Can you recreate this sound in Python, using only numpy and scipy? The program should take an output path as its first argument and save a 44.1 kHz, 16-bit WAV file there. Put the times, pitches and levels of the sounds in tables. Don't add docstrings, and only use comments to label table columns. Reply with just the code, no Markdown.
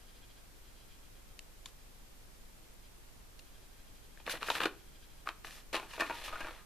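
import sys
import numpy as np
from scipy import signal
from scipy.fft import rfft, irfft
from scipy.io import wavfile
from scipy.ndimage import uniform_filter1d

SR = 44100
rng = np.random.default_rng(int(sys.argv[2]) if len(sys.argv) > 2 else 0)


def dump(signal):
    limited = np.clip(np.atleast_2d(signal).T, -1, 1)
    pcm = np.round(limited * 32767).astype(np.int16)
    wavfile.write(sys.argv[1], SR, pcm)


N = 293265

# pitch_hz, width_hz, level_db
BOX_RESONANCES = [(339, 43, -8), (474, 90, -10), (1060, 100, -8.5), (1234, 26, 6.5), (1490, 430, -9),
                  (2456, 170, 6.5), (2770, 410, 5), (3416, 290, -3), (4120, 160, -11)]


def amp(db):
    return 10 ** (np.asarray(db) / 20)


def unit_level(x):
    return x / np.sqrt(np.mean(x ** 2) + 1e-20)


def look_up(points, hz):
    pitches, values = np.transpose(points)
    return np.interp(np.log(hz + 1), np.log(pitches + 1), values)


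def add(mix, start_s, sound):
    part = mix[max(round(start_s * SR), 0):][:len(sound)]
    part += sound[:len(part)]


def colour(x, spectrum):
    gains = amp(look_up(spectrum, np.fft.rfftfreq(N, 1 / SR)))
    return unit_level(irfft(rfft(x) * gains, N))


def ring(x, resonances, direct_db):
    out = amp(direct_db) * x
    for hz, width_hz, db in resonances:
        out = out + amp(db) * signal.lfilter(*signal.iirpeak(hz, hz / width_hz, SR), x)
    return out


def fuzzy_tone(hz, width_hz):
    peak = signal.iirpeak(hz, hz / width_hz, SR)
    return unit_level(signal.lfilter(*peak, signal.lfilter(*peak, rng.standard_normal(N))))


def stereo(middle, side, likeness):
    same = np.clip(look_up(likeness, np.fft.rfftfreq(N, 1 / SR)), -.9, 1)
    side = irfft(rfft(side) * np.sqrt((1 - same) / (1 + same)), N)
    return np.array([middle + side, middle - side])


def background():
    # pitch_hz, level_db
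    noise_spectrum = [(5, 28.5), (20, 26.5), (45, 19), (70, 18), (110, 15.5), (200, 11.5), (400, 8.5),
                      (1000, 3.5), (2500, 0.5), (6000, -2), (14000, -4)]
    # pitch_hz, likeness (0 to 1)
    noise_likeness = [(20, 0.3), (60, 0.09), (150, 0.099), (400, 0.038), (1500, 0.029), (4000, 0),
                      (14000, 0)]
    # pitch_hz, level_db
    hum_tones = [(26.2, -60), (50, -66.5), (100, -80)]
    t = np.arange(N) / SR
    middle, side = (colour(rng.standard_normal(N), noise_spectrum) for _ in range(2))
    hum = sum(amp(db) * np.sqrt(2) * np.sin(2 * np.pi * (hz * t + rng.random())) for hz, db in hum_tones)
    return amp(-59) * stereo(middle, side, noise_likeness) + hum


def rumble():
    peak_s, swell_s = 6.38, 0.15
    t = np.arange(N) / SR
    low_noise = colour(rng.standard_normal(N), [(8, 10), (25, 2), (80, -14), (130, -24), (400, -54)])
    return amp(-46.5) * low_noise * np.exp(-((t - peak_s) / swell_s) ** 2)


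def focus_motor():
    # start_s, end_s, interval_s, level_db
    focus_runs = [(0.022, .41, 0.0718, -65.5), (.675, .97, .125, -66.5), (1.048, 1.33, 0.12, -70),
                  (1.795, 2.05, .178, -74), (2.855, 2.9, 0.072, -68.5), (3.48, 4.24, 0.0803, -68.5),
                  (4.803, 5.23, 0.078, -67)]
    # pitch_hz, width_hz, level_db
    motor_tones = [(1608, 67, -6.5), (2430, 126, -6), (3210, 110, -7.5), (4000, 180, -6.5), (4820, 68, -5)]
    step_share, step_spread_db = 0.33, 2
    gears_from_db, gears_growth = -65, 0.38
    t = np.arange(N) / SR
    whine_level, gears_level = np.zeros((2, N))
    for start_s, end_s, interval_s, db in focus_runs:
        for step_s in np.arange(start_s, end_s, interval_s):
            from_peak = np.minimum(abs(t - step_s) / (step_share * interval_s), 6)
            step = amp(db + step_spread_db * rng.standard_normal()) * np.exp(-from_peak ** 2)
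            whine_level += step
            gears_level += step * amp(gears_growth * (db - gears_from_db))
    whine = sum(amp(db) * fuzzy_tone(hz, width_hz) for hz, width_hz, db in motor_tones)
    gears = amp(-6) * fuzzy_tone(hz=3220, width_hz=180) + amp(-4) * fuzzy_tone(hz=3180, width_hz=2300)
    return amp(-6) * whine * whine_level + gears * gears_level


def room_echo(x, first_echo_s):
    # pitch_hz, fade_s
    fade_times = [(200, 0.5), (660, 0.3), (1200, 0.3), (2500, 0.27), (4500, 0.23), (12000, 0.28)]
    echoes = rng.choice([-1., 1.], SR // 2) * (rng.random(SR // 2) < .08)
    echoes[:int(first_echo_s * SR)] = 0
    hz, t, bands = signal.stft(echoes, SR, nperseg=256)
    fade = amp(-60 * t / look_up(fade_times, hz)[:, None])
    tail = signal.istft(bands * fade, SR, nperseg=256)[1]
    return signal.fftconvolve(x, tail / np.linalg.norm(tail))[:N]


def friction(slips_per_s, spread_db, smooth_gain):
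    slips = (rng.random(N) < slips_per_s / SR) * rng.choice([-1, 1], N)
    sizes = amp(spread_db * np.minimum(rng.exponential(1, N), 3))
    return unit_level(slips * sizes) + smooth_gain * rng.standard_normal(N)


def sliding():
    # middle_s, length_s, level_db, flatness_db
    strokes = [(1.681, .032, -66.5, -7), (4.291, 0.053, -49, 2.5), (4.314, .032, -40.5, -18),
               (4.35, 0.043, -48.5, 2.5), (4.442, 0.065, -51, 1), (4.52, 0.11, -44, -8),
               (4.57, 0.037, -42.5, 0.5), (4.636, 0.066, -41.5, 4.5), (5.282, 0.043, -55, 7),
               (5.467, 0.042, -52, -2), (5.543, .11, -57, -4), (5.755, 0.041, -40.5, -0.5),
               (5.826, .084, -58, 2), (5.94, 0.098, -53.5, -3), (6.007, 0.024, -42.5, -1),
               (6.072, .11, -51.5, -1), (6.184, 0.1, -50, -4), (6.262, 0.048, -45.5, -10.5),
               (6.39, .3, -55, 4)]
    # pitch_hz, level_db
    scrape_spectrum = [(60, -19), (150, -6), (320, -4.5), (700, 2.5), (1400, -2), (1900, -5.5), (2600, -26),
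                       (5000, -26)]
    # pitch_hz, level_db
    rasp_spectrum = [(900, -64), (1700, 6), (2400, -3.5), (3300, -0.5), (4400, 1), (5400, -28), (9000, -34)]
    # pitch_hz, level_db
    hiss_spectrum = [(1500, -25), (3500, -6), (5000, 2), (6500, -2), (8000, -5), (10000, -3.5), (14000, -8)]
    firm_stroke_db, firm_hiss_db = -39.5, -48.5
    hiss_per_level, hiss_per_flatness = 0.59, -0.43
    far_from_s, far_hiss_db = 5.6, -2.5
    t = np.arange(N) / SR
    power = np.zeros((3, N))
    for middle_s, length_s, db, flatness_db in strokes:
        from_middle = np.minimum(abs(2 * (t - middle_s) / length_s), 4)
        steepness = np.where(t < middle_s, 6, 3)
        stroke = np.exp(-np.minimum(from_middle ** steepness, 50))
        hiss_db = firm_hiss_db + hiss_per_level * (db - firm_stroke_db) + hiss_per_flatness * flatness_db
        hiss_db += far_hiss_db * (middle_s > far_from_s)
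        power += amp([db + flatness_db, db, hiss_db])[:, None] ** 2 * stroke
    wobble = unit_level(uniform_filter1d(rng.standard_normal(N), size=200))
    grip = unit_level(amp(2.5 * wobble))
    slips = grip * friction(slips_per_s=1200, spread_db=3, smooth_gain=0.82)
    body = ring(slips, BOX_RESONANCES, direct_db=-2)
    scrape = colour(body, scrape_spectrum)
    rasp = colour(body, rasp_spectrum)
    hiss = colour(np.sqrt(grip) * rng.standard_normal(N), hiss_spectrum)
    return amp(-2) * (np.array([scrape, rasp, hiss]) * np.sqrt(power)).sum(axis=0)


def with_bounces(hits):
    delay_s, lighter_db, duller_db = 0.012, -10.5, -13
    bounces = [(s + delay_s, hz, db + weight_db + lighter_db, 0, min(hard_db, 0) + duller_db, chatter_s)
               for s, hz, db, weight_db, hard_db, chatter_s in hits]
    return list(hits) + bounces


def knocks(hits, resonances, direct_db, panel_db, panel_sharpness, snap, rise_s, edge_db):
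    # low_hz, high_hz, filter_order
    bands = [(240, 620, 2), (780, 1800, 3), (2300, 4500, 3), (4800, 14400, 5)]
    filters = [signal.butter(order, (low, high), "band", fs=SR, output="sos")
               for low, high, order in bands]
    soft_card = signal.butter(1, 6500, fs=SR)
    out, t = np.zeros(N), np.arange(4096) / SR
    for start_s, panel_hz, level_db, weight_db, hardness_db, chatter_s in hits:
        fade = amp(-60 * t / max(chatter_s, 1e-3))
        force = rng.standard_normal(len(t)) * fade * (1 - np.exp(-t / rise_s))
        force[0] += snap
        panel = (panel_hz, panel_hz / panel_sharpness, panel_db)
        body = ring(force, list(resonances) + [panel], direct_db)
        body = signal.lfilter(*soft_card, body)
        for band_filter, db in zip(filters, (weight_db, 0, hardness_db, hardness_db + edge_db)):
            part = signal.sosfilt(band_filter, body)
            part *= np.sqrt(SR / 100) / np.linalg.norm(part)
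            add(out, start_s, amp(level_db + db) * part)
    return out


def box_handling():
    # start_s, pitch_hz, level_db, weight_db, hardness_db, chatter_s
    tick_hits = [(1.392, 2700, -63, -8, 12, 0.0087), (1.658, 3520, -56.5, -20, 7.5, 0.02),
                 (3.392, 2730, -70, -3, 12.5, 0.028)]
    # start_s, pitch_hz, level_db, weight_db, hardness_db, chatter_s
    tap_hits = [(4.174, 1790, -60.5, -9, -7, 0.009), (4.199, 860, -58, -5, -5, 0.028),
                (4.265, 820, -56, 5, 5.5, .008), (4.277, 1130, -40, -4, -19, 0.015),
                (4.296, 1570, -42.5, -23, -2, 0.017), (4.338, 1330, -46, 1.5, -14, 0.018),
                (4.422, 1370, -44, -6.5, -10, 0.017), (4.429, 1272, -38.5, -18, -4, .009),
                (4.484, 1450, -36, -7.5, -20, 0.036), (4.5015, 926, -28.5, -6, -5, 0.018),
                (4.552, 1390, -42, -7, 0, 0.015), (4.56, 1480, -45, -13, -14, 0.02),
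                (4.604, 1430, -34.5, -9.5, -6, 0.0069), (4.621, 1840, -50, -16, -1, 0.0099),
                (4.635, 1730, -53.5, -15, 15, .01), (4.6555, 1420, -35, 2, -1.5, 0.024),
                (5.273, 1230, -35.5, -22, -19, .006), (5.289, 1210, -40.5, -11.5, -3, .012),
                (5.447, 1890, -47.5, -13, -10, 0.0022)]
    # start_s, pitch_hz, level_db, weight_db, hardness_db, chatter_s
    clatter_hits = [(5.729, 890, -38.5, -2.5, -1, 0.059), (5.744, 860, -32, -3, -9, .006),
                    (5.751, 1120, -39, -24, 3, 0.032), (5.766, 1040, -36, -15, -4.5, 0.0076),
                    (5.798, 1044, -44.5, -14, -6, 0.01), (5.829, 740, -46.5, -5, -19, 0.01),
                    (5.933, 935, -45.5, -19, -3, 0.064), (5.979, 970, -42.5, -2, -18, .02),
                    (5.998, 1560, -38.5, 2, -5, 0.017), (6.006, 1825, -29.5, -21, -4.5, 0.027),
                    (6.018, 1220, -30.5, -5, -16, .023), (6.098, 970, -35.5, -5, -18, 0.0072),
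                    (6.104, 940, -32.5, -8, -19, 0.063), (6.283, 1230, -43.5, -27, -8, 0.0094),
                    (6.326, 1254, -36.5, -10.5, -15, 0.053), (6.356, 1220, -38, -16, -15, .028),
                    (6.405, 1635, -38.5, -6, -7, 0.04), (6.446, 1560, -42.5, -4, -11, 0.013),
                    (6.47, 1380, -42.5, -15, -12, 0.012), (6.483, 1360, -42, -6.5, -25, .05)]
    # pitch_hz, width_hz, level_db
    flap_resonances = [(1080, 104, 26.5), (3600, 220, 0.5), (4280, 540, -0.5), (5640, 500, -4),
                       (6860, 640, 4), (10300, 2000, -2)]
    # pitch_hz, width_hz, level_db
    bucket_resonances = [(340, 40, -4), (467, 160, -7.5), (640, 90, 4), (875, 87, -2.5), (1135, 70, 1),
                         (1422, 67, 2), (1810, 39, -7), (2325, 99, 8), (2522, 69, 10.5), (2810, 44, 8),
                         (3700, 150, -19)]
    ticks = amp(1) * knocks(tick_hits, flap_resonances, direct_db=-9, panel_db=3,
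                            panel_sharpness=8.5, snap=3.5, rise_s=0.00021, edge_db=-6)
    taps = amp(0.63) * knocks(with_bounces(tap_hits), BOX_RESONANCES, direct_db=-1, panel_db=13.5,
                              panel_sharpness=5.6, snap=2.4, rise_s=0.00041, edge_db=-16)
    clatter = amp(-2.5) * knocks(with_bounces(clatter_hits), bucket_resonances, direct_db=-8,
                                 panel_db=10.5, panel_sharpness=23, snap=3.2, rise_s=0.0013, edge_db=-10)
    rustle = sliding()
    into_room = amp(-21) * ticks + amp(-12.5) * taps + amp(-8.5) * clatter + amp(-12) * rustle
    return ticks + taps + clatter + rustle + room_echo(into_room, first_echo_s=.006)


def scene():
    # pitch_hz, likeness (0 to 1)
    box_likeness = [(200, 0.99), (1000, 0.99), (2500, 0.91), (4500, 0.68), (8000, 0), (14000, 0.07)]
    lean_left = amp([[.3], [-.3]])
    packets = stereo(box_handling(), box_handling(), box_likeness) * lean_left
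    return packets + focus_motor() + rumble() + background()


def record(dry):
    cutoff_hz = 14350
    treble_cut = signal.firwin(511, cutoff_hz, window=("kaiser", 8), fs=SR)
    return signal.oaconvolve(dry, treble_cut[None], "same", axes=1)


dry = scene()
out = record(dry)
dump(out)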